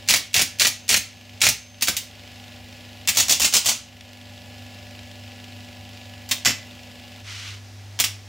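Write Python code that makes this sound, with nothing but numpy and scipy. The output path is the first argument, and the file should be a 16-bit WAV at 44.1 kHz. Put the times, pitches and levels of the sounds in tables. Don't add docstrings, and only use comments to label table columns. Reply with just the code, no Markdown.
import sys
import numpy as np
from scipy import signal
from scipy.fft import rfft, irfft, next_fast_len
from scipy.io import wavfile
from scipy.ndimage import map_coordinates

SR = 44100
rng = np.random.default_rng(int(sys.argv[2]) if len(sys.argv) > 2 else 0)


def store_wav(level_fs):
    pcm = np.round(np.clip(np.atleast_2d(level_fs), -1, 1) * 32767)
    wavfile.write(sys.argv[1], SR, pcm.T.astype(np.int16))


N = 365148

# (first hop/s, each hop's length over the last, loss per bounce/dB)
CAM_BOUNCE, LEVER_BOUNCE, CLUNK_BOUNCE = (.0052, .9, 4.9), (.005, .99, 6.5), (.0065, 1.2, 2.7)

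PRINT_TIMES = [(.0872, 6), (.342, 6.5), (.5975, 5.5), (.891, 6), (1.416, 7)]
# (t/s, level/dB, thud/dB, brightness/dB per octave)
PRINT_HITS = [(-.0105, -32, -12, 0.5), (0, -12, -16, 0.5), (0.011, -17, 6, 2.5), (0.021, -11, -2.5, -0.5),
              (0.0367, -14, -0.5, 0.5), (.051, -8.5, 2, -1.5), (.072, -10, 1, 3.5)]
PRINT_STEEL = [(300, -32), (900, -20.5), (1400, -13), (1800, -4.5), (2300, 1), (3000, -1.5), (3700, -1),
               (5000, -1), (6500, -1.5), (8000, -6), (10000, -10), (12500, -14.5), (15500, -13)]
PRINT_SPRINGS = [(1712, 5, .7), (2729, 2, .6), (6218, 1, 1.9), (6290, 0, 1.1), (6347, -1, 1.6),
                 (9558, 0, .15)]
def printing():
    return strokes(PRINT_TIMES, PRINT_HITS, PRINT_STEEL, PRINT_SPRINGS, CAM_BOUNCE, count=3, room_db=-6.5)


REPEAT_TIMES = [(3.171, 2), (3.295, 4.5), (3.4175, 6), (3.538, 8), (3.659, 7.5)]
REPEAT_HITS = [(-.012, -22.5, 2, -0.079), (0, -10.5, -2.5, 0.42), (.0135, -13.5, 1, 0),
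               (0.0287, -8, -6, -0.13), (.055, -22, -0.5, -1.3)]
REPEAT_STEEL = [(300, -20.5), (900, -10.5), (1600, -12.5), (2200, -4), (3000, 0.5), (3700, -1),
                (4600, -0.5), (5500, 1.5), (7000, 2.5), (8800, -4.5), (11500, -11.5), (14000, -9.5),
                (15500, -8.5)]
REPEAT_SPRINGS = [(6720, 1, 0.11), (13400, -2, .05)]
def held_key():
    return strokes(REPEAT_TIMES, REPEAT_HITS, REPEAT_STEEL, REPEAT_SPRINGS, CAM_BOUNCE,
                   count=3, room_db=-4.5)


CLUNK_TIMES = [(6.4495, 2.5)]
CLUNK_HITS = [(0, -12, -17, 0.0049), (.0075, -8, 7.5, 0)]
CLUNK_STEEL = [(300, -40), (900, -17), (1400, -12.5), (1900, 1), (2400, -0.5), (2850, 0.5), (4200, -5),
               (4700, 1.5), (5700, -2), (7300, -3), (8200, -10), (10500, -17), (13000, -13), (15500, -20)]
def clunk():
    return strokes(CLUNK_TIMES, CLUNK_HITS, CLUNK_STEEL, LEVER_SPRINGS, CLUNK_BOUNCE,
                   count=6, room_db=-5.5)


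LEVER_HITS = [(1.81, -19, -13, -2), (1.8229, -5, -7, 1.5), (1.873, -8, -6, -1.5), (1.883, -6.5, 7.5, -0.5),
              (1.967, -11.5, -16, 1.5), (3.0747, -13.5, -11, -0.5), (3.086, -6, -6.5, 0),
              (3.149, -21.5, -6, 0), (3.398, -6.5, 5, 2), (6.29, -27, -10, 0), (6.3118, -7.5, -2.5, -0.5),
              (7.99, -16, -4.5, -3.5), (8, -6.5, -3, 0.5), (8.04, -9, -7, -1)]
LEVER_STEEL = [(300, -38.5), (900, -9), (1400, -10.5), (2000, -1), (2900, 2.5), (3800, 1), (5000, 3),
               (7200, 0), (8500, -2.5), (12000, -8.5), (15500, -4)]
LEVER_SPRINGS = [(2013, 1, .4), (5534, -6, .22), (8344, -9, .12)]
def levers():
    track = np.zeros((2, N))
    for s, db, thud_db, tilt in LEVER_HITS:
        chatter = bouncing(LEVER_STEEL, thud_db, tilt, LEVER_BOUNCE, count=3)
        add(track, s, ringing(amp(db) * chatter, LEVER_SPRINGS, room_db=-5.5))
    return track


def strokes(times, cycle, steel, springs, bounce, count, room_db):
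    track = np.zeros((2, N))
    lead_s = .02
    for s, stroke_db in times:
        hits = np.zeros((2, SR // 4))
        for (after, db, thud_db, tilt), late in zip(cycle, rng.uniform(-1, 1, len(cycle))):
            hit = amp(stroke_db + db) * bouncing(steel, thud_db, tilt, bounce, count)
            add(hits, lead_s + after * (1 + .012 * late), hit)
        add(track, s - lead_s, ringing(hits, springs, room_db))
    return track


def bouncing(steel, thud_db, tilt, bounce, count):
    hop_s, ratio, loss_db = bounce
    hits, s = np.zeros((2, SR // 5)), 0
    for k, (late, force) in enumerate(rng.uniform(-1, 1, (count, 2))):
        add(hits, s, amp(3.26 * force - loss_db * k) * contact(steel, thud_db, tilt))
        s += hop_s * ratio ** k * (1 + .12 * late)
    return hits


PLATE_KNOCK = [(200, -12.5), (400, -6), (520, -3.5), (750, 0), (920, -4), (1100, -3), (1600, -4),
               (3000, -16.5)]
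BODY_THUMP = [(25, -28), (48, -11), (70, 6.5), (110, 4.5), (190, -2), (270, 3), (380, -12.5), (800, -32)]
def contact(steel, thud_db, tilt):
    t = np.arange(SR // 10) / SR
    crack = amp(-4.5 - 60 * t / .0076) * stereo_noise(len(t), side_db=-10.5)
    rattle = amp(-5 - 60 * t / .078) * stereo_noise(len(t), side_db=-18.5)
    knock = amp(thud_db - 16.5 - 60 * t / .026) * stereo_noise(len(t), side_db=-22)
    swell = 1 - np.exp(-t / .0064)
    thump = amp(thud_db - 22.5 - 60 * t / .08) * swell * stereo_noise(len(t), side_db=-23)
    clack = coloured(crack + rattle, steel, tilt)
    return clack + coloured(knock, PLATE_KNOCK) + coloured(thump, BODY_THUMP)


ROOM_FADE = [(100, 0.43), (400, 0.26), (1000, 0.29), (3000, 0.32), (6000, 0.29), (10000, 0.24),
             (15000, 0.2)]
FRAME_NOTES = [(206, 1.5, 0.087), (580, -7.5, 0.038), (707, -6, 0.11), (1396, -25, 0.15), (1860, -8, 0.35),
               (2000, -0.5, 0.28), (2360, -5, 0.2), (2720, -2, 0.065), (2952, -11, 0.16), (3345, 0, 0.21),
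               (3650, -21, 0.35), (4450, -14, 0.28), (4600, -13, 0.15), (5700, -16, 0.11),
               (5850, -5, 0.072), (6800, -3, 0.041), (7300, 3, 0.058)]
def ringing(hits, springs, room_db):
    hz, s, spectrum = signal.stft(stereo_noise(SR // 2, side_db=-13), SR, nperseg=256)
    fade = amp(-60 * s / along(ROOM_FADE, hz)[:, None])
    echo = signal.istft(spectrum * fade, SR, nperseg=256)[1]
    t = np.arange(SR) / SR
    response = np.zeros((2, SR))
    for f, db, ring_s in FRAME_NOTES + springs:
        uptake = 2 * np.log(1000) / (ring_s * SR)
        response += uptake * amp(db + rng.standard_normal() - 60 * t / ring_s) * np.cos(2 * np.pi * f * t)
    response[:, :echo.shape[1]] += amp(room_db) * echo / np.linalg.norm(echo[0])
    response[:, 0] += 1
    return signal.fftconvolve(hits, response, axes=1)


RUB_COLOUR = [(530, -42), (900, -16), (1420, -5.5), (1660, -10), (1930, -2.5), (2990, -2), (5450, -7),
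              (5850, -7.5), (11600, -27), (15000, -31)]
def slide(start_s=7.225, rise_s=.07, hold_s=.19, stop_s=.13):
    corners = np.cumsum([start_s, rise_s, hold_s, stop_s])
    speed = np.interp(np.arange(N) / SR, corners, [0, 1, 1, 0])
    return speed * amp(-37.5 + .93 * wobble(120)) * coloured(stereo_noise(N, side_db=-11.5), RUB_COLOUR)


SHAFT_HZ, MAINS_HZ = 24.43, 50
HARD_TICKS = [(1.289, 5), (4.009, 7.5), (4.131, 7), (4.991, 4), (5.114, 3.5), (5.441, 6)]
TICK_COLOUR = [(1000, -26), (2200, 3), (2850, 3), (3400, 5), (4500, -3), (5400, -1), (7500, -13.5),
               (9000, -15), (15500, -22)]
def shaft_ticks(t, turns):
    since_s = (turns % 1) / SHAFT_HZ
    scatter_db = .2 * rng.standard_normal(256)[np.floor(turns).astype(int)]
    harder_db = sum(db * (np.abs(t - s) < .5 / SHAFT_HZ) for s, db in HARD_TICKS)
    catch_db = np.where(harder_db > 0, harder_db, scatter_db)
    fade = amp(3 - 60 * since_s / .016) + amp(-9 - 60 * since_s / .08)
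    return amp(2.5 + catch_db) * fade * coloured(stereo_noise(N, side_db=-21), TICK_COLOUR)


MOTOR_SWELL = [(0, -46.5, -1.5), (2.8, -49, -1), (4.6, -45.5, 1), (6.1, -45.5, 1), (6.9, -49, 0)]
BELT_SLIP = [(3.07, .33), (3.75, 0)]
SHAFT_TONES = [(3, -63.5), (8, -63), (9, -67), (10, -50.5), (11, -70.5), (14, -70), (22, -68), (24, -60),
               (25, -65.5), (28, -67.5), (30, -61.5), (32, -66), (34, -68), (40, -68.5), (68, -69),
               (70, -61), (80, -65.5)]
CASE_RUMBLE = [(25, -14), (50, -7), (75, 7), (130, -3), (210, -0.5), (290, -6.5), (400, -9), (590, -3),
               (680, -10), (780, -1), (950, -18), (1300, -24)]
FRONT_WHIR = [(590, -35), (1000, -6), (1290, -10), (1450, -3), (1580, -8.5), (2000, -2.5), (2450, 1),
              (2820, 4.5), (3300, -1.5), (5200, -4), (5800, -9), (7700, -11), (8400, -22), (15500, -31.5)]
SIDE_WHIR = [(30, -2), (75, 16.5), (140, 2), (430, 4), (510, 0), (760, 5), (1000, -1.5), (1300, -2),
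             (2300, 2), (5900, -0.5), (7800, -8), (8600, -11), (15500, -18)]
def motor(throb_hz=3.1, tick_at_s=4.009, move_at_s=7.215):
    t = np.arange(N) / SR
    hum_db, tones_db = curves(MOTOR_SWELL)
    throb_db = 1.3 * np.sin(2 * np.pi * throb_hz * t) + .99 * wobble(16)
    hum = np.sqrt(2) * amp(throb_db) * np.sin(2 * np.pi * 2 * MAINS_HZ * t)
    turns = (t - tick_at_s) * SHAFT_HZ + curves(BELT_SLIP)[0] + .0013 * wobble(4)
    tones = np.zeros(N)
    for k, db in SHAFT_TONES:
        level = np.sqrt(2) * amp(db + wobble(6))
        tones += level * np.sin(2 * np.pi * (k * turns + rng.random()) + .2 * wobble(14))
    rumble = amp(-50.5) * coloured(stereo_noise(N, side_db=-14), CASE_RUMBLE)
    buzz = unit(amp(-4 * (2 * MAINS_HZ * t % 1)))
    whir = shaft_ticks(t, turns) + buzz * coloured(stereo_noise(N, side_db=-18), FRONT_WHIR)
    front = amp(hum_db) * hum + amp(-47.5 + .42 * wobble(11)) * whir + amp(tones_db) * tones + rumble
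    smooth_whir = coloured(stereo_noise(N, side_db=-15.5), SIDE_WHIR)
    beside = amp(-41.5) * hum + amp(-48.5) * smooth_whir + amp(-7.5) * tones
    moved = np.clip((t - move_at_s) / .027, 0, 1)
    return (1 - moved) * front + moved * beside


def amp(db):
    return 10 ** (np.asarray(db) / 20)


def unit(x):
    return x / np.sqrt(np.mean(x ** 2) + 1e-20)


def along(points, hz):
    f, v = np.transpose(points)
    return np.interp(np.log(hz + 1), np.log(f), v)


def curves(rows):
    s, *columns = np.transpose(rows)
    return [np.interp(np.arange(N) / SR, s, column) for column in columns]


def wobble(rate):
    return map_coordinates(rng.standard_normal(int(N * rate / SR) + 4), [np.arange(N) * rate / SR])


def coloured(x, spectrum, tilt=0):
    size = next_fast_len(x.shape[-1] // 2 + 1024) * 2
    hz = np.fft.rfftfreq(size, 1 / SR)
    gain = unit(amp(along(spectrum, hz) + tilt * np.log2(np.maximum(hz, 1000))))
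    cepstrum = irfft(np.log(gain + 1e-6))
    cepstrum[1:size // 2] *= 2
    cepstrum[size // 2 + 1:] = 0
    return irfft(rfft(x, size) * np.exp(rfft(cepstrum)))[..., :x.shape[-1]]


def stereo_noise(size, side_db):
    mid, side = rng.standard_normal((2, size))
    return np.array([mid + amp(side_db) * side, mid - amp(side_db) * side])


def add(track, s, sound):
    start = max(round(s * SR), 0)
    stretch = track[:, start:start + sound.shape[1]]
    stretch += sound[:, :stretch.shape[1]]


def scene():
    clatter = printing() + held_key() + clunk() + levers()
    return clatter * amp([[-1.5], [-.5]]) + motor() + slide()


def gain_control(x, ceiling_db=-13, listen_s=.0034, recover_db_per_s=7.5):
    keep = np.exp(-1 / (listen_s * SR))
    power = signal.lfilter([1 - keep], [1, -keep], np.mean(x ** 2, axis=0))
    over_db = np.maximum(10 * np.log10(power + 1e-12) - ceiling_db, 0)
    recovered_db = recover_db_per_s * np.arange(N) / SR
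    return x * amp(recovered_db - np.maximum.accumulate(over_db + recovered_db))


STEREO_WIDTH = [(30, 15), (100, 3), (250, 8), (600, 4), (1200, 4), (4500, -3.5), (8000, -0.5), (12000, -14)]
def record(dry, top_hz=15760):
    held = gain_control(dry)
    rounded = held / (1 + np.abs(held / .9) ** 4) ** (1 / 4)
    size = next_fast_len(N + SR // 2)
    hz = np.fft.rfftfreq(size, 1 / SR)
    left, right = rfft(rounded, size) * amp(-.15 * np.maximum(hz - top_hz, 0))
    mid = (left + right) / 2
    side = (left - right) / 2 * amp(along(STEREO_WIDTH, hz))
    return irfft([mid + side, mid - side], size)[:, :N]


dry = scene()
out = record(dry)
store_wav(out)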